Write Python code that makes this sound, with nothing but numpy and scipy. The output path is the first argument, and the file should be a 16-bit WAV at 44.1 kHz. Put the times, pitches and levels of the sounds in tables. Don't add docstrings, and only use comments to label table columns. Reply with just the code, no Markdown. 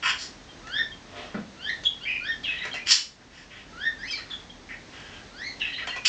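import sys
import numpy as np
from scipy import signal
from scipy.fft import rfft, irfft
from scipy.io import wavfile
from scipy.ndimage import uniform_filter1d

SR = 44100
rng = np.random.default_rng(int(sys.argv[2]) if len(sys.argv) > 2 else 0)


def wrap_up_sound(samples):
    columns = np.atleast_2d(samples).T
    tamed = np.clip(columns, -1, 1)
    steps = np.round(tamed * 32767).astype(np.int16)
    wavfile.write(sys.argv[1], SR, steps)


N = 268524

# [f/Hz, density level/dB per Hz]
HISS_SPECTRUM = [(35, -27), (60, -3), (772, -12), (1350, -15.5), (1470, -15.5), (1880, -13.5), (2270, -17),
                 (3170, -19.5), (3440, -17), (4060, -18.5), (6550, -22.5), (8580, -34.5), (11200, -77),
                 (18900, -120)]
HISS_DB, HISS_DRIFT_DB, HISS_DRIFT_HZ = -48, 0.71, 6.1
# [f/Hz, width/Hz, rms level/dB]
ROOM_HUMS = [(41.2, 6.6, -59.5), (260.5, 95, -58)]

# [start t/s, rise t/s, fall t/s, peak level/dB, rise/dB, fall/dB (negative: grows),
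# treble over body/dB, throat f/Hz, throat width/Hz, windpipe ring level/dB]
RASP_EVENTS = [(.02, 0.086, 0.033, -23.5, 6.5, 29, -9.5, 1530, 1690, -2),
               (.17, .04, 0.069, -48, 4, 4.5, 9, 1710, 1520, -1),
               (2.488, 0.013, 0.17, -39.5, 3, 8, -25, 1970, 500, -4),
               (2.63, 0.0188, 0.054, -35, 2, 10, -19, 2000, 903, -16),
               (2.74, 0.0075, 0.058, -36, 3, 14, -11, 2000, 1200, -8),
               (2.855, .065, .08, -20, 18.5, 14, 8.5, 2000, 1805, 5.5),
               (3.21, 0.0144, .022, -47.5, 9.5, 17.5, -14.5, 1580, 900, -17.5),
               (3.3, 0.085, 0.071, -47.5, 7, 7.5, -4.5, 1780, 1510, -3),
               (3.5, 0.067, 0.0645, -45, 3, 6, -17, 1900, 1200, 0.5),
               (4.17, 0.0067, 0.095, -38.5, 4.5, 25, -11, 1850, 1010, -12.5),
               (4.295, 0.016, 0.0366, -46, 11, 6, -20, 1460, 1010, -14),
               (4.685, 0.022, 0.052, -39, 3.5, 7.5, -24, 2020, 715, -24.5),
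               (4.9, 0.014, 0.31, -49, 1, 4, -12.5, 1680, 1520, 2),
               (5.645, 0.008, 0.079, -41, 6, 3, -20, 2010, 500, -6),
               (5.775, .01, 0.055, -33, 0, 13.5, -26, 2117, 543, -10),
               (5.87, .006, 0.057, -36, 3, 17, -22, 1800, 1300, -12),
               (5.94, 0.035, .02, -43, 3, 14, -13, 1880, 1300, -18),
               (6.045, 0.0097, 0.044, -22, 18, -7, 0, 2200, 1790, 8.5)]
# [f/Hz, width/Hz, level/dB]
BEAK_RESONANCES = [(4650, 1600, -0.5), (5730, 920, -3), (7030, 870, -4)]
# [f/Hz, level/dB]
CAGE_RESPONSE = [(450, -30), (900, -5), (1400, 0), (3500, 0), (3950, -4), (4300, 0), (8000, -4)]
WINDPIPE_HZ, WINDPIPE_WIDTH_HZ = 3050, 800
BRIGHTEN = 0.77
PULSES_PER_S = 1500

# [start t/s, level/dB, mean f/Hz, length t/s]
PIP_EVENTS = [(0.486, -49, 3174, 0.026), (0.667, -42, 1747, 0.017), (0.916, -41.5, 3190, 0.016),
              (2.314, -36.5, 3243, 0.016), (4.078, -38, 3070, 0.0165), (4.094, -34.5, 3196, 0.028),
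              (4.125, -30.5, 2316, 0.025), (4.496, -44, 3278, 0.012), (4.902, -53, 1609, 0.38),
              (5.12, -52, 3040, 0.061), (2.498, -39, 3830, 0.013), (2.535, -50, 3940, 0.012),
              (2.585, -34.5, 3747, 0.012), (2.62, -33.5, 3947, 0.0089), (2.614, -30.5, 2024, 0.014),
              (2.712, -34.5, 3172, 0.024), (2.732, -33, 4170, 0.0038), (2.74, -32.5, 2790, 0.014),
              (2.759, -35, 2014, 0.032), (2.794, -35.5, 2420, 0.031), (5.688, -42, 4000, 0.012),
              (5.745, -32.5, 3780, 0.006), (5.761, -34.5, 4000, 0.018), (5.824, -41.5, 1350, 0.015),
              (5.842, -37, 1560, 0.022), (5.873, -32, 3150, 0.02), (5.89, -35.5, 4220, 0.013),
              (5.904, -29, 2770, 0.015), (5.924, -34.5, 1990, 0.03), (5.954, -31.5, 2445, 0.029)]

# [start t/s, climb t/s, top t/s, from f/Hz, top f/Hz, level before the tract/dB,
# second harmonic/dB, third harmonic/dB, hoarseness at the top/0-1]
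RISE_EVENTS = [(.63, 0.1666, 0.043, 1295, 1828, -25.5, -4, -17.5, 0.18),
               (1.56, .095, .012, 1330, 1598, -43.5, 8.5, -12, 0.15),
               (1.655, 0.0452, 0.068, 1704, 1907, -31, -6.5, -19.5, 0.56),
               (2.008, 0.035, .008, 1390, 1578, -46.5, 11.5, -9.5, 0.12),
               (2.2, 0.091, 0.065, 1400, 1840, -31, -8, -17, .25),
               (3.72, .15, .05, 1320, 1851, -27.5, -10, -22, .18),
               (3.985, 0.077, .006, 1580, 2100, -33.5, -18, -13, 0.3),
               (5.3, 0.17, 0.063, 1347, 2120, -31.5, -10, -9.5, 0.34)]
# [f/Hz, level/dB]
TRACT_RESPONSE = [(1300, -6.5), (1800, 0.5), (2600, -12), (3300, 4), (3800, -2.5), (4600, 8.5), (5500, -3),
                  (7000, -18), (9000, -40)]
SWELL_DB_PER_S, TOP_FADE_DB = 146.5, 14.5
TOP_SAG, CLIMB_LAG = .05, 1.3
OVERTONE_GROWTH = 0.12
CLEAR_HOARSE, CLEAR_SLOW_HZ, CLEAR_DEPTH = .08, 270, .25

# [start t/s, onset level/dB, lowest f/Hz, brightness/dB per octave]
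CLICK_EVENTS = [(.67, -35.5, 710, -4), (1.836, -34, 1200, -1), (2.433, -35, 3060, -20.5),
                (2.652, -28, 596, -4), (2.739, -29, 604, -4.5), (4.301, -40, 3200, -26),
                (4.495, -52, 3200, -18), (5.597, -37, 2470, -10), (5.871, -25, 493, -3),
                (5.962, -28.5, 600, -4.5)]

# [f/Hz, density level/dB per Hz]
SCRAPE_SPECTRUM = [(120, -49), (200, -26), (249, 0), (310, -12.5), (735, -1.5), (808, -8.5), (3260, -9.5),
                   (8500, -35.5), (11000, -52), (18700, -120)]
SCRAPE_S, SCRAPE_RISE_S, SCRAPE_FALL_S = 1.07, 0.12, 0.168
SCRAPE_DB, SCRAPE_SWELL_DB = -40.5, 18
# [f/Hz, density level/dB per Hz]
BUMP_SPECTRUM = [(71, -34), (150, -5.5), (263, 0.5), (498, -15), (703, -11), (1080, -17.5), (1270, -10),
                 (1400, -15), (3990, -34.5), (7800, -67), (13200, -120)]
BUMP_S, BUMP_DB, BUMP_RISE_S, BUMP_T60_S = 1.343, -26.5, .002, 0.14

# [start t/s, length t/s, settled f/Hz, peak level/dB]
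SHARP_EVENTS = [(1.845, 0.077, 3282, -19.5), (4.3, 0.073, 3340, -32)]
SHARP_RISE_S, SHARP_T60_S, SHARP_SECOND_DB = .014, 0.13, -27.5
SHARP_BEND = .08
SHARP_HOARSE, SHARP_SLOW_HZ, SHARP_DEPTH = .28, 350, .3

# [start t/s, rise t/s, fall t/s, from f/Hz, glide target f/Hz, glide t/s, level/dB,
# fade/dB, second harmonic/dB, slower vibration f/Hz, hoarseness/0-1]
WARBLE_EVENTS = [(2.048, 0.051, 0.09, 1932, 2679, 0.018, -29, 3.5, -30.5, 350, 0.38),
                 (2.435, 0.013, 0.1, 3600, 2680, .018, -33.5, 6, -29, 680, 0.5),
                 (2.565, .006, 0.048, 3000, 3030, 0.028, -41, 5, -40.5, 800, 0.58),
                 (4.055, 0.034, 0.012, 2080, 3183, 0.045, -39.5, 2.5, -2, 600, 0.5),
                 (4.105, 0.0048, 0.092, 2622, 2152, .03, -40, 18.5, 8, 900, 0.21),
                 (5.6, 0.017, 0.096, 3400, 2735, .012, -29.5, 15, -32, 680, 0.52),
                 (5.725, .006, 0.049, 3050, 3050, 0.029, -36, 10.5, -36.5, 850, 0.51),
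                 (5.781, .006, .055, 1993, 2023, 0.028, -47.5, -2, -9, 850, 0.52)]
BUZZ_ONSET_DB, BUZZ_SAG_HZ_PER_S, BUZZ_DEPTH = 9, 2000, .55
BUZZ_THIRD_DB = -22.5
THROB_HZ, THROB_DB = 110, 3

# [f/Hz, t60/s]
ROOM_DECAY = [(300, 0.4), (1500, 0.26), (3500, 0.29), (7000, 0.3)]
DIRECT_DB, ECHO_DB = -1, 1.0
ECHO_SPACING = 20

GAIN_THRESHOLD_DB, GAIN_SHARE, RECOVERY_DB_PER_S = -22.5, 0.63, 15.2
SOFT_HZ, EDGE_HZ = 8300, 8780


def gain_of(db):
    return 10 ** (np.asarray(db) / 20)


def evened(x):
    return x / np.sqrt(np.mean(x ** 2) + 1e-20)


def read(points, hz):
    f, value = np.transpose(points)
    return np.interp(np.log(hz + 1), np.log(f + 1), value)


def add(mix, s, sound):
    part = mix[max(round(s * SR), 0):][:len(sound)]
    part += sound[:len(part)]


def coloured(x, points):
    hz = np.fft.rfftfreq(len(x), 1 / SR)
    return evened(irfft(rfft(x) * gain_of(read(points, hz)), len(x)))


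def resonate(x, hz, width):
    turn = np.exp(2j * np.pi * np.cumsum(hz * np.ones(len(x))) / SR)
    r = np.exp(-np.pi * width / SR)
    smooth = signal.lfilter([(1 - r) ** 2], [1, -2 * r, r * r], x / turn)
    return 2 * (turn * smooth).real


def wobble(count, hz):
    settle = 999
    return evened(resonate(rng.standard_normal(count + settle), 0, hz)[settle:])


def swell(rise, fall, rise_db, fall_db):
    t = np.arange(0, rise + fall, 1 / SR)
    return t, np.interp(t, [0, rise, rise + fall], [-rise_db, 0, -fall_db])


def chirp(hz, levels_db, hoarse, slow_hz, depth):
    count = len(hz)
    turns = np.cumsum(hz * (1 + 0.0657 * hoarse * wobble(count, 350))) / SR
    slow_turns = np.cumsum(slow_hz * (1 + 0.3026 * wobble(count, 120))) / SR
    flutter = 1 + 0.41 * hoarse * wobble(count, 240)
    slow_vibration = 1 + depth * np.sin(2 * np.pi * slow_turns)
    tone = sum(gain_of(db) * np.sin(2 * np.pi * k * turns) for k, db in enumerate(levels_db, 1))
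    return np.sqrt(2) * tone * flutter * slow_vibration * signal.windows.tukey(count, .12)


def background():
    hums = np.zeros(N)
    for hz, width, db in ROOM_HUMS:
        hums += gain_of(db) * evened(resonate(rng.standard_normal(N), hz, width))
    hiss_db = HISS_DB + HISS_DRIFT_DB * wobble(N, HISS_DRIFT_HZ)
    return gain_of(hiss_db) * coloured(rng.standard_normal(N), HISS_SPECTRUM) + hums


def rasp(rise_s, fall_s, db, rise_db, fall_db, treble_db, throat_hz, throat_width, windpipe_db):
    t, effort_db = swell(rise_s, fall_s, rise_db, fall_db)
    strong = rng.random(len(t)) < PULSES_PER_S / SR
    pulses = rng.standard_normal(len(t)) * (0.35 + strong * 2.9)
    windpipe = gain_of(windpipe_db) * resonate(pulses, WINDPIPE_HZ, WINDPIPE_WIDTH_HZ)
    body = resonate(pulses, throat_hz, throat_width) - windpipe
    beak = np.zeros(len(t))
    for k, (hz, width, beak_db) in enumerate(BEAK_RESONANCES):
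        beak += (-1) ** k * gain_of(beak_db) * resonate(pulses, hz, width)
    treble = gain_of(treble_db + BRIGHTEN * effort_db) * coloured(beak, CAGE_RESPONSE)
    voice = coloured(body, CAGE_RESPONSE) + treble
    return gain_of(db + effort_db) * voice * signal.windows.tukey(len(t), .2)


def pip(db, hz, length):
    u = np.arange(0, length, 1 / SR) / length
    falling_hz = hz * (1 - 0.017 * (u - .5))
    turns = np.cumsum(falling_hz * (1 + 0.017 * wobble(len(u), 290))) / SR
    return gain_of(db) * np.sin(2 * np.pi * turns) * signal.windows.tukey(len(u), .4)


def rise(climb, top, from_hz, top_hz, db, second_db, third_db, top_hoarse):
    t, effort_db = swell(climb, top, SWELL_DB_PER_S * climb, TOP_FADE_DB)
    up = np.sin(np.pi / 2 * np.minimum(t / climb, 1) ** CLIMB_LAG) ** 2
    sag = 1 - TOP_SAG * np.maximum(t - climb, 0) / top
    hz = (from_hz + (top_hz - from_hz) * up) * sag
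    levels_db = []
    for k, own_db in enumerate((0, second_db, third_db)):
        grown_db = (1 + OVERTONE_GROWTH * k) * effort_db
        levels_db.append(db + grown_db + own_db + read(TRACT_RESPONSE, (k + 1) * hz))
    hoarse = CLEAR_HOARSE + (top_hoarse - CLEAR_HOARSE) * up ** 2
    return chirp(hz, levels_db, hoarse, CLEAR_SLOW_HZ, CLEAR_DEPTH * up)


def click(db, low_hz, tilt_db):
    t = np.arange(900) / SR
    tilt_at_top_db = tilt_db * np.log2(6500 / low_hz)
    spectrum = [(0.2 * low_hz, -30), (low_hz, -3), (np.sqrt(2) * low_hz, 0),
                (6500, tilt_at_top_db), (8500, -30)]
    decay = gain_of(db - 60 * t / 0.037)
    attack = 1 - np.exp(-t / 0.00077)
    return decay * attack * coloured(rng.standard_normal(900), spectrum)


def scrape():
    t, effort_db = swell(SCRAPE_RISE_S, SCRAPE_FALL_S, SCRAPE_SWELL_DB, SCRAPE_SWELL_DB)
    return gain_of(SCRAPE_DB + effort_db) * coloured(rng.standard_normal(len(t)), SCRAPE_SPECTRUM)


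def bump():
    t = np.arange(6000) / SR
    decay = gain_of(BUMP_DB - 60 * t / BUMP_T60_S)
    attack = np.minimum(t / BUMP_RISE_S, 1)
    return decay * attack * coloured(rng.standard_normal(6000), BUMP_SPECTRUM)


def sharp_call(length, hz, db):
    fall = length - SHARP_RISE_S
    t, effort_db = swell(SHARP_RISE_S, fall, 20, 60 * fall / SHARP_T60_S)
    bend = 1 + SHARP_BEND * np.exp(-t / SHARP_RISE_S)
    first_db = db + effort_db
    levels_db = [first_db, first_db + SHARP_SECOND_DB]
    return chirp(hz * bend, levels_db, SHARP_HOARSE, SHARP_SLOW_HZ, SHARP_DEPTH)


def warble(rise_s, fall_s, from_hz, to_hz, glide, db, fade_db, second_db, slow_hz, hoarse):
    t, effort_db = swell(rise_s, fall_s, BUZZ_ONSET_DB, fade_db)
    hz = to_hz + (from_hz - to_hz) * np.exp(-t / glide) - BUZZ_SAG_HZ_PER_S * t
    first_db = db + effort_db + THROB_DB * wobble(len(t), THROB_HZ)
    levels_db = [first_db, first_db + second_db, first_db + second_db + BUZZ_THIRD_DB]
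    return chirp(hz, levels_db, hoarse, slow_hz, BUZZ_DEPTH)


def bird():
    out = np.zeros(N)
    voices = [(RASP_EVENTS, rasp), (PIP_EVENTS, pip), (RISE_EVENTS, rise), (CLICK_EVENTS, click),
              (SHARP_EVENTS, sharp_call), (WARBLE_EVENTS, warble)]
    for events, voice in voices:
        for s, *settings in events:
            add(out, s, voice(*settings))
    return out


def room(x):
    taps = np.zeros(SR // 2)
    at = np.arange(60, len(taps) - ECHO_SPACING, ECHO_SPACING)
    taps[at + rng.integers(0, ECHO_SPACING, len(at))] = rng.choice([-1., 1.], len(at))
    hz, t, bands = signal.stft(taps, SR, nperseg=256)
    decay = gain_of(-60 * t / read(ROOM_DECAY, hz)[:, None])
    tail = signal.istft(bands * decay, SR, nperseg=256)[1]
    return signal.fftconvolve(x, tail / np.linalg.norm(tail))[:N]


def scene():
    near = bird()
    add(near, SCRAPE_S, scrape())
    add(near, BUMP_S, bump())
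    return (gain_of(DIRECT_DB) * near + gain_of(ECHO_DB) * room(near) + background())[None]


def record(dry):
    power_db = 10 * np.log10(abs(uniform_filter1d(dry[0] ** 2, 1300)) + 1e-12)
    recovery_db = np.arange(N) * RECOVERY_DB_PER_S / SR
    held_db = np.maximum.accumulate(power_db + recovery_db) - recovery_db
    over_db = np.maximum(held_db - GAIN_THRESHOLD_DB, 0)
    ducked = dry / gain_of(GAIN_SHARE * uniform_filter1d(over_db, 1500, origin=700))
    soft = signal.sosfilt(signal.butter(N=4, Wn=SOFT_HZ, fs=SR, output="sos"), ducked)
    edge = signal.firwin(511, EDGE_HZ, window=("kaiser", 9), fs=SR)
    return signal.oaconvolve(soft, edge[None], "same")


dry = scene()
out = record(dry)
wrap_up_sound(out)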